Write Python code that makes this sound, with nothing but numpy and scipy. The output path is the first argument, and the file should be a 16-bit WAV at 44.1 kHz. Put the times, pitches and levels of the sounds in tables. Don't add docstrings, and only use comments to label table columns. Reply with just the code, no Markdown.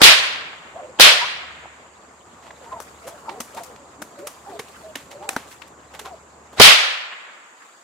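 import sys
import numpy as np
from scipy import signal
from scipy.fft import rfft, irfft, next_fast_len
from scipy.io import wavfile
from scipy.ndimage import uniform_filter1d, map_coordinates

SR = 44100
rng = np.random.default_rng(int(sys.argv[2]) if len(sys.argv) > 2 else 0)


def wav_record(signal):
    frames = np.transpose(np.atleast_2d(signal))
    bounded = np.clip(frames, -1, 1)
    quanta = np.round(bounded * 32767).astype(np.int16)
    wavfile.write(sys.argv[1], SR, quanta)


def amplitude_ratio(level_db):
    exponent = np.asarray(level_db, float) / 20
    return 10 ** exponent


N = 345303


def unit(x):
    return x / np.sqrt(np.mean(x ** 2) + 1e-20)


def along(points, hz):
    point_hz, values = np.transpose(points)
    return np.interp(np.log(hz + 1), np.log(point_hz + 1), values)


def closed(points):
    first, last = points[0], points[-1]
    return [(first[0] / 4, first[1] - 40), *points, (last[0] * 2, last[1] - 40)]


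def curve(points):
    s, values = np.transpose(points)
    return np.interp(np.arange(N) / SR, s, values)


def wobble(rate, size=N):
    knot_values = rng.standard_normal(int(size * rate / SR) + 4)
    return map_coordinates(knot_values, [np.arange(size) * rate / SR])


def filtered(x, response):
    m = next_fast_len(x.shape[-1] + 4096)
    return irfft(rfft(x, m) * response(np.fft.rfftfreq(m, 1 / SR)), m)[..., :x.shape[-1]]


def rush(spectrum, alike, patchy_db, size=N):
    pair = rng.standard_normal((2, size))
    if patchy_db is not None:
        z = signal.stft(pair, nperseg=256)[2]
        patches = uniform_filter1d(rng.standard_normal(z.shape[1:]), size=4, axis=0)
        patches = uniform_filter1d(patches, size=8, axis=1)
        pair = signal.istft(z * amplitude_ratio(patchy_db * unit(patches)), nperseg=256)[1][:, :size]

    def mid_side(hz):
        angle = np.arccos(np.clip(along(alike, hz), -1, 1)) / 2
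        return amplitude_ratio(along(spectrum, hz)) * [np.cos(angle), np.sin(angle)]

    mid, side = filtered(pair, mid_side)
    return unit(np.array([mid + side, mid - side]))


def add(track, s, sound):
    i = round(s * SR)
    sound = sound[:, max(-i, 0):N - i]
    track[:, max(i, 0):][:, :sound.shape[1]] += sound


def dying(x, gain):
    hz, t, z = signal.stft(x, SR, nperseg=256)
    return signal.istft(z * gain(hz[:, None], t), SR, nperseg=256)[1][:, :x.shape[1]]


# (frequency [Hz], density [dB per Hz])
FIELD_COLOUR = [(15, -47), (25, -23), (69, -6), (410, -4), (522, -3.5), (1110, -3.5), (1570, -14.5),
                (1900, -17), (3920, -33), (7470, -23.5), (15400, -50)]
# (frequency [Hz], left-right likeness [-1 to 1])
FIELD_LIKENESS = [(60, 0.92), (180, 0.94), (550, 0.81), (1650, 0.31), (4970, -0.54), (15000, 0.12)]
# (time [s], level [dB])
TRAFFIC_LEVEL = [(0, -45), (2, -50), (3, -46.5), (6.5, -49), (7.2, -55), (7.83, -54.5)]
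# (time [s], level [dB])
ENGINE_LEVEL = [(.9, -65), (1.3, -61), (1.63, -52.5), (1.8, -61), (2.51, -61.5), (2.79, -54), (3.71, -65),
                (3.99, -63), (5.43, -58.5), (6.42, -55.5), (6.9, -62.5)]
# (frequency [Hz], density [dB])
INSECT_BAND = [(6100, -27), (6500, -2), (7300, -1), (8100, -4.5), (8600, -31)]


def field():
    traffic_db = curve(TRAFFIC_LEVEL) + 0.38 * wobble(0.78)
    traffic = amplitude_ratio(traffic_db) * rush(FIELD_COLOUR, FIELD_LIKENESS, patchy_db=-1.87)
    phase = 2 * np.pi * np.cumsum(74 + 1.1 * wobble(1.0)) / SR
    engine = amplitude_ratio(curve(ENGINE_LEVEL) + 1.5 + 1.2 * wobble(4)) * np.sin(phase)
    insects = rush(closed(INSECT_BAND), [(7000, 0.017)], patchy_db=None)
    insects = amplitude_ratio(-57.5 + .8 * wobble(3.4)) * insects
    cricket = rush(closed([(4350, -16.5), (4560, 1.5), (4780, -13)]), [(4500, 0.19)], patchy_db=None)
    cricket = amplitude_ratio(-75 + 4.5 * wobble(9)) * cricket
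    return traffic + engine + insects + cricket


# (time [s], level [dB])
GRASS_STIR = [(0, -74.5), (2.04, -78), (2.68, -68), (3.14, -64), (3.43, -66), (3.6, -59), (3.83, -77),
              (4.05, -72.5), (4.2, -66.5), (4.82, -62.5), (5.06, -71), (5.45, -67.5), (5.52, -55.5),
              (5.7, -80), (6.05, -69), (6.33, -77), (7.4, -76.5), (7.6, -71)]


def rustle():
    dry_db = curve(GRASS_STIR)
    soft_db = -53.5 + 0.35 * (dry_db + 68.5)
    grain = amplitude_ratio(1.1 * wobble(510) + 1.2 * wobble(25))
    dry_colour = closed([(4000, -5.0), (8000, 4.5), (12000, -4.5), (16000, -8.0)])
    soft_colour = closed([(1200, 8.0), (2200, 0), (5000, -7.0), (7000, -18.5)])
    dry = amplitude_ratio(dry_db + 6.0) * rush(dry_colour, [(1000, 0.082)], patchy_db=None)
    soft = amplitude_ratio(soft_db + 1.0) * rush(soft_colour, [(1000, 0.1)], patchy_db=-3.5)
    return grain * (dry + soft)


# (time [s], shock level [dB], wood echo level [dB], delay of first boughs [s], run-up [s])
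CRACK_EVENTS = [
    (0.0164, 7, 3.5, 0.0175, 0.006),
    (0.9972, 6, 2.5, 0.01, .0041),
    (6.598, 16.5, 5, 0.017, 0.0093),
    (6.635, -7, -2.5, 0.012, .005),
]
# (frequency [Hz], density [dB per Hz])
WOOD_COLOUR = [(60, -45.5), (110, -22.5), (290, -26), (600, -10), (850, -11), (1300, -5.5), (2200, -1.5),
               (3200, 0.5), (4600, -2.5), (6200, -9.5), (9900, -14.5), (15400, -20)]
# (frequency [Hz], left-right likeness [-1 to 1])
WOOD_LIKENESS = [(60, 0.52), (180, 0.74), (550, 0.38), (1650, -0.083), (4970, -0.037), (15000, 0.18)]
# (frequency [Hz], decay by 60 dB [s])
NEAR_DECAY = [(100, 0.2), (300, 0.59), (700, 0.77), (1800, 0.71), (4800, 0.57), (9000, 0.46), (15000, 0.27)]
# (frequency [Hz], decay by 60 dB [s])
FAR_DECAY = [(200, 0.9), (1000, 2.27), (3000, 1.26), (8000, 0.58)]


def bump(v, centre, width):
    return np.exp(-((v - centre) / width) ** 2)


def shock_front(shock_db):
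    u = np.arange(SR // 20) / SR / 0.00026
    pulse = (1 - u) * np.exp(-u)
    bounces = np.zeros((2, SR // 20))
    bounces[:, 0] = 0.11
    when = np.cumsum(rng.uniform(.0004, .0022, 14))
    signs = rng.choice([-1, 1], 14)
    for port in bounces:
        arrival = (SR * (when + rng.uniform(0, .0003, 14))).astype(int)
        port[arrival] = signs * amplitude_ratio(5.0 + rng.normal(0, 4.9, 14) - 60 * when / 0.046)
    pressure = signal.fftconvolve(bounces, pulse[None], axes=1)
    return amplitude_ratio(shock_db) * filtered(pressure, lambda hz: (1j * hz / (430 + 1j * hz)) ** 2)


def wood_gain(hz, v):
    high = hz ** 2 / (hz ** 2 + 1300 ** 2)
    treble_db = 6.5 * np.exp(-v / 0.049) - 3 * bump(v, 0.18, .08)
    bass_db = 7 * bump(v, 0.078, .03)
    focus_hz = 2600 + 2000 * np.exp(-v / .05)
    focus_db = 1.2 * (bump(np.log2((hz + 1) / focus_hz), 0, .8) - .5)
    near = amplitude_ratio(-60 * v / along(NEAR_DECAY, hz))
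    far = amplitude_ratio(-18.5 - 60 * v / along(FAR_DECAY, hz))
    return amplitude_ratio(high * treble_db + (1.0 - high) * bass_db + focus_db) * np.hypot(near, far)


def wood_roll(wood_db, gap):
    t = np.arange(3 * SR // 2) / SR
    wood = dying(rush(WOOD_COLOUR, WOOD_LIKENESS, patchy_db=0.95, size=len(t)), wood_gain)
    onset = 0.22 + 0.65 / (1 + np.exp(-(t - gap) / 0.0003))
    level = amplitude_ratio(wood_db + 0.5 * wobble(35, len(t)))
    return level * onset * (1 - 0.31 * np.exp(-t / 0.087)) * wood


def tip_run_up(run_up):
    before = np.arange(SR // 10) / SR - .1
    colour = closed([(350, -1), (1200, -2.5), (3000, -6), (8000, -18)])
    hiss = rush(colour, [(300, 0.63), (3000, 0.21)], patchy_db=5.0, size=len(before))
    spurt = np.exp(-(before / (2 * run_up)) ** 4)
    approach = .12 * np.exp(before / (4 * run_up))
    return amplitude_ratio(-25) * (spurt + approach) * hiss


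def cracks():
    out = np.zeros((2, N))
    for s, shock_db, wood_db, gap, run_up in CRACK_EVENTS:
        add(out, s - .1, tip_run_up(run_up))
        add(out, s, shock_front(shock_db))
        add(out, s, wood_roll(wood_db, gap))
    return out


# (time [s],
# peak level [dB], centre frequency [Hz], bandwidth [Hz], length [s])
ECHO_BURSTS = [(.012, -26, 900, 1200, .003), (.0195, -5, 1200, 2500, .0015),
               (6.6005, -5, 1500, 3000, .0015), (.033, -19, 600, 400, .002), (.036, -8, 4000, 1600, .002),
               (.049, -8, 4200, 1500, .003), (.073, -8, 4000, 1500, .0015), (.078, -8, 2900, 1200, .003),
               (.9908, -26, 3000, 1200, .0015), (.994, -27, 900, 700, .003), (1.001, -19, 480, 150, .005),
               (1.014, -7, 4300, 1800, .004), (1.033, -21, 500, 350, .004), (1.048, -18, 650, 450, .004),
               (1.063, -10, 2300, 1000, .003), (1.066, -19, 600, 500, .003), (1.077, -9, 2800, 1400, .003),
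               (1.086, -12, 3300, 1500, .002), (6.584, -28, 500, 700, .002),
               (6.591, -25, 1500, 2000, .004), (6.606, -19, 90, 120, .008), (6.606, -16, 520, 200, .005),
               (6.613, -10, 700, 700, .003), (6.637, -6, 4200, 1600, .005), (6.652, -10, 1000, 900, .006),
               (6.662, -7, 2800, 1200, .004), (6.679, -9, 1400, 900, .003), (6.686, -6, 2800, 1200, .006),
               (6.697, -8, 2700, 1200, .003),
               (0.303, -43, 455, 500, 0.0082), (0.359, -36, 800, 1200, 0.0027),
                 (.36, -23, 2600, 4400, 0.0014), (0.051, -10.5, 650, 585, 0.005),
                 (0.098, -20.5, 600, 400, 0.006), (0.198, -23, 3500, 6000, 0.0015),
                 (6.708, -6, 2520, 2400, 0.0033), (6.802, -23, 3080, 4970, 0.0017),
                 (0.532, -40, 1530, 1500, 0.0098), (1.119, -25, 610, 398, 0.0054),
                 (1.226, -34, 950, 120, .012), (1.241, -32, 1070, 120, 0.012),
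                 (1.438, -40, 1100, 800, 0.011), (1.507, -39, 1420, 900, .006),
                 (1.649, -38, 1000, 900, 0.0014), (7.127, -34, 2100, 2600, .012),
                 (7.285, -43, 1504, 1800, 0.018)]


def echoes():
    out, t = np.zeros((2, N)), np.arange(-2048, 2048) / SR
    for s, db, hz, width, length in ECHO_BURSTS:
        noise = rng.standard_normal(len(t)) + .5 * rng.standard_normal((2, len(t)))
        band = unit(filtered(noise, lambda f: 1 / (1 + ((f - hz) / width * 2) ** 4)))
        swell = np.exp(-(t / length) ** 2)
        strength = .9 * np.linalg.norm(swell) / np.linalg.norm(swell * band.mean(0))
        add(out, s + t[0], amplitude_ratio(db) * strength * swell * band)
    return out


# (start [s], length [s], first pitch [Hz], last pitch [Hz], level [dB])
THIN_SWEEPS = [(0.742, 0.04, 620, 800, -35), (.775, .04, 780, 690, -36), (.81, .06, 620, 610, -37),
               (2.653, 0.044, 890, 937, -44), (2.71, 0.045, 1130, 1000, -33), (2.755, .05, 980, 760, -37),
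               (3.007, 0.16, 693, 685, -44.5), (3.045, 0.064, 444, 670, -39), (3.281, .016, 900, 900, -27),
               (3.3, .1, 850, 720, -40), (3.521, 0.06, 369, 800, -42), (3.565, 0.038, 978, 947, -34.5),
               (3.597, 0.039, 760, 672, -37), (4.164, 0.12, 539.6, 616, -38.5),
               (4.465, 0.035, 850, 840, -36), (4.819, 0.114, 680, 603, -40), (5.071, 0.26, 575, 583, -45.5),
               (5.2, .07, 700, 978, -37), (5.255, .1, 800, 790, -38), (6.047, 0.027, 1057, 1087, -38),
               (6.07, .03, 760, 820, -40), (6.1, 0.06, 780, 620, -39), (4.51, .07, 760, 640, -38),
               (5.14, .05, 570, 580, -41), (1.21, .036, 930, 990, -25)]
# (start [s], length [s], first pitch [Hz], last pitch [Hz], level [dB])
THICK_SWEEPS = [(.8, .13, 521, 521, -41.5), (2.6, .05, 600, 480, -46), (2.719, 0.067, 615, 676, -40.5),
                (3.093, 0.081, 607, 577, -46.5), (3.283, 0.13, 330, 500, -43), (3.662, .1, 555, 385, -46.5),
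                (3.773, 0.084, 522, 560, -50), (3.977, 0.062, 296.5, 333, -43),
                (4.174, .09, 277.6, 495, -44), (4.469, 0.17, 401, 390, -43.5), (5.174, 0.15, 322, 493, -45),
                (5.998, 0.082, 405, 468, -47)]


def whistles():
    out = np.zeros((2, N))
    strands = ((1, -1.5, 90, 0.0012), (.75, -13, 220, 0.00085), (1.1, -14, 600, 0.071))
    for start, length, first_hz, last_hz, db in THIN_SWEEPS + THICK_SWEEPS:
        for ratio, level_db, fuzz, skirt in strands:
            size = round((length + 2 * skirt) * SR)
            hz = np.interp(np.arange(size) / SR, [skirt, skirt + length], [first_hz, last_hz])
            speed_db = 7 * np.log2(hz / hz.mean())
            fade = signal.windows.tukey(size, np.clip(0.5 + 10 * skirt, 0, 1))
            stretch = 1 + .03 * wobble(30, size)
            phase = 2 * np.pi * np.cumsum(ratio * hz * stretch) / SR
            shed = []
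            for _ in range(3):
                tone = wobble(fuzz, size) * np.cos(phase) + wobble(fuzz, size) * np.sin(phase)
                shed.append(unit(tone))
            if ratio == 1:
                lumps = amplitude_ratio(2.5 * wobble(fuzz, size))
                shed[0] = unit(lumps * np.cos(phase + .5 * wobble(fuzz, size)))
            pair = np.array([shed[0] + 0.36 * shed[1], shed[0] + 0.3 * shed[2]])
            add(out, start - skirt, fade * amplitude_ratio(db + level_db + speed_db) * pair)
    return out


# (time [s], peak level [dB], frequency [Hz], decay by 60 dB [s])
BODY_THUDS = [(1.6556, -20, 800, .01), (2.8032, -28, 500, .012), (3.401, -25, 236, 0.055),
              (4.016, -31, 203, 0.043), (4.594, -29, 447, 0.048), (4.959, -27, 273, 0.042),
              (5.363, -17, 260, 0.037)]
# (time [s], peak level [dB], frequency [Hz], decay by 60 dB [s])
KNOT_RINGS = [(2.5053, -26, 1890, 0.009), (3.2924, -23, 1194, 0.009), (4.0232, -16.5, 1450, 0.0074),
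              (4.2715, -15, 1300, 0.0071), (4.5929, -33, 1620, 0.01), (4.9555, -21.5, 1750, 0.01),
              (5.29, -7, 2470, 0.0069), (5.364, -10, 1542, 0.0075), (5.62, -29, 2540, 0.011),
              (5.9941, -32, 1690, 0.008)]


def knots():
    out, t = np.zeros((2, N)), np.arange(4096) / SR
    bright_tick = (5.2904, -7, 8080, 0.0044)
    for s, db, hz, t60 in KNOT_RINGS + BODY_THUDS + [bright_tick]:
        lag = rng.uniform(0, .00015, (2, 1))
        attack = 1 - np.exp(-t * hz * 2)
        add(out, s + 0.0011, amplitude_ratio(db - 60 * t / t60) * np.sin(2 * np.pi * hz * (t + lag)) * attack)
    return out


# (time [s], peak level [dB], thump level [dB], sizzle level [dB], left-right [dB])
GRASS_DRAGS = [(2.4299, -46.5, -6.5, -17.5, -1.5), (2.4628, -44.5, 1, -19, -2.5),
               (2.6434, -45.5, 0, -16, -1), (3.0741, -39, 3.5, -3, 1.5), (3.5727, -36, 3, -11, 3.5),
               (4.499, -49, 10.5, -12.5, 5), (4.19, -47.5, -4, -6.5, -0.5), (5.1132, -38.5, -16.5, -11, -2),
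               (5.23, -43, 2.5, -18.5, -2.5), (5.5162, -41, -16.5, -12, -1.5),
               (5.942, -38, -0.5, -14, -1.5), (6.0551, -35.5, -1, -15.5, 0.5), (6.53, -48, 5, -9.5, -0.5),
               (6.572, -40.5, 4.5, -10.5, 0.5)]
# (time [s], peak level [dB], thump level [dB], sizzle level [dB], left-right [dB])
THONG_SLAPS = [(2.5085, -40, 5.5, -34, -1.5), (2.8017, -36.5, 9, -1.5, 4.5), (3.6, -60, 0, -3, 0),
               (2.8145, -48, -5, 0, 3), (3.7615, -42, -8, -25, 0), (3.7602, -49.5, -5, -10.5, 0.5),
               (4.956, -20.5, -8, -12.5, -1.5), (5.2908, -20, -2, -7.5, 0), (5.331, -42, 9.5, -3, 0.5),
               (5.3645, -19.5, 2.5, -14.5, 0), (5.6195, -34, -30, -20.5, 14), (3.5474, -45, -9, 3, 1),
               (6.154, -52.5, -1, -21, -6)]
# (time [s], peak level [dB], thump level [dB], sizzle level [dB], left-right [dB])
CLOTH_SLAPS = [(3.635, -42, -8, 2, 4.5), (3.645, -48, -10, 1, 4), (3.662, -50, -10, 0, 3),
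               (2.821, -46, 0, 0, 3), (6.014, -42, -5, -8, -1), (2.726, -41.5, 6, -26, 1),
               (3.2935, -31, 0.5, -24.5, -8), (3.4042, -27.5, -1, -2, 1.5), (4.0201, -34, 3.5, -3, 3.5),
               (5.9935, -28.5, -4.5, -9.5, -2), (4.2714, -29, -2, -2.5, 1), (4.5935, -26, -3, -11.5, -0.5),
               (4.6844, -42.5, -18.5, -9.5, -1.5), (5.6774, -50.5, -15, -2.5, -1.5)]
# (frequency [Hz], density [dB])
THUMP_COLOUR = [(130, -12), (250, -6.5), (900, -1), (1600, -9.5)]
# (frequency [Hz], density [dB])
SNAP_COLOUR = [(900, -3.5), (2000, 0.5), (4000, -5.5), (6500, -15.5)]
# (frequency [Hz], density [dB])
SIZZLE_COLOUR = [(3500, -12), (6000, 3), (11000, -1), (16000, -9.5)]


def slap(db, thump_db, sizzle_db, pan_db, spread, t):
    u = np.clip(t / spread + 0.76, 0, None)
    blow = u * np.exp(1 - u)
    settle = (t > 0) * (amplitude_ratio(-17.5 - 60 * t / 0.16) + amplitude_ratio(-15.5 - 60 * t / 0.45))
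    grit = amplitude_ratio((1.5 + 2 * blow) * wobble(1500, len(t)))
    pan = np.array([[pan_db / 2], [-pan_db / 2]])
    # (colour, level [dB], left-right likeness, share of settling)
    layers = ((THUMP_COLOUR, thump_db - 3.5, .9, .4), (SNAP_COLOUR, -6, .6, .8),
              (SIZZLE_COLOUR, sizzle_db - 1.0, .4, 1.2))
    total = np.zeros((2, len(t)))
    for colour, level_db, alike, rest in layers:
        noise = grit * rush(closed(colour), [(1000, alike)], patchy_db=None, size=len(t))
        energy = np.sum((blow * noise) ** 2, axis=1, keepdims=True)
        strength = np.sqrt(np.sum(blow ** 2) / energy)
        total += amplitude_ratio(db + level_db + pan) * noise * (strength * blow + rest * settle)
    return total


def slaps():
    out, t = np.zeros((2, N)), np.arange(-512, 7168) / SR
    for rows, spread in ((GRASS_DRAGS, 0.011), (THONG_SLAPS, .0018), (CLOTH_SLAPS, .0033)):
        for s, db, thump_db, sizzle_db, pan_db in rows:
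            add(out, s + t[0], slap(db, thump_db, sizzle_db, pan_db, spread, t))
    return out


def scene():
    left, right = field() + whistles()
    air = np.array([left, np.roll(right, 4)])
    return air + rustle() + cracks() + echoes() + knots() + slaps()


# (time [s], share of bass let through [0 to 1])
BASS_SHARE = [
    (0, .55),
    (.5, .85),
    (1.3, .95),
    (6.69, 1.0),
    (6.745, 0),
    (7.83, 0),
]


def wind_filter(x):
    thin = filtered(x, lambda hz: (hz / 200) ** 2.606 / (1 + (hz / 200) ** 2.592))
    kept = np.clip(curve(BASS_SHARE), 0, 1)
    return thin + kept * (x - thin)


def low_pass(x):
    return signal.sosfilt(signal.butter(12, 15450, fs=SR, output="sos"), x)


def record(dry):
    heard = filtered(dry, lambda hz: hz ** 2 / (hz ** 2 + 45 ** 2))
    mix = wind_filter(heard)
    mix = mix / (1 + np.abs(mix) ** 8) ** (1 / 8)
    return low_pass(mix)


dry = scene()
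out = record(dry)
wav_record(out)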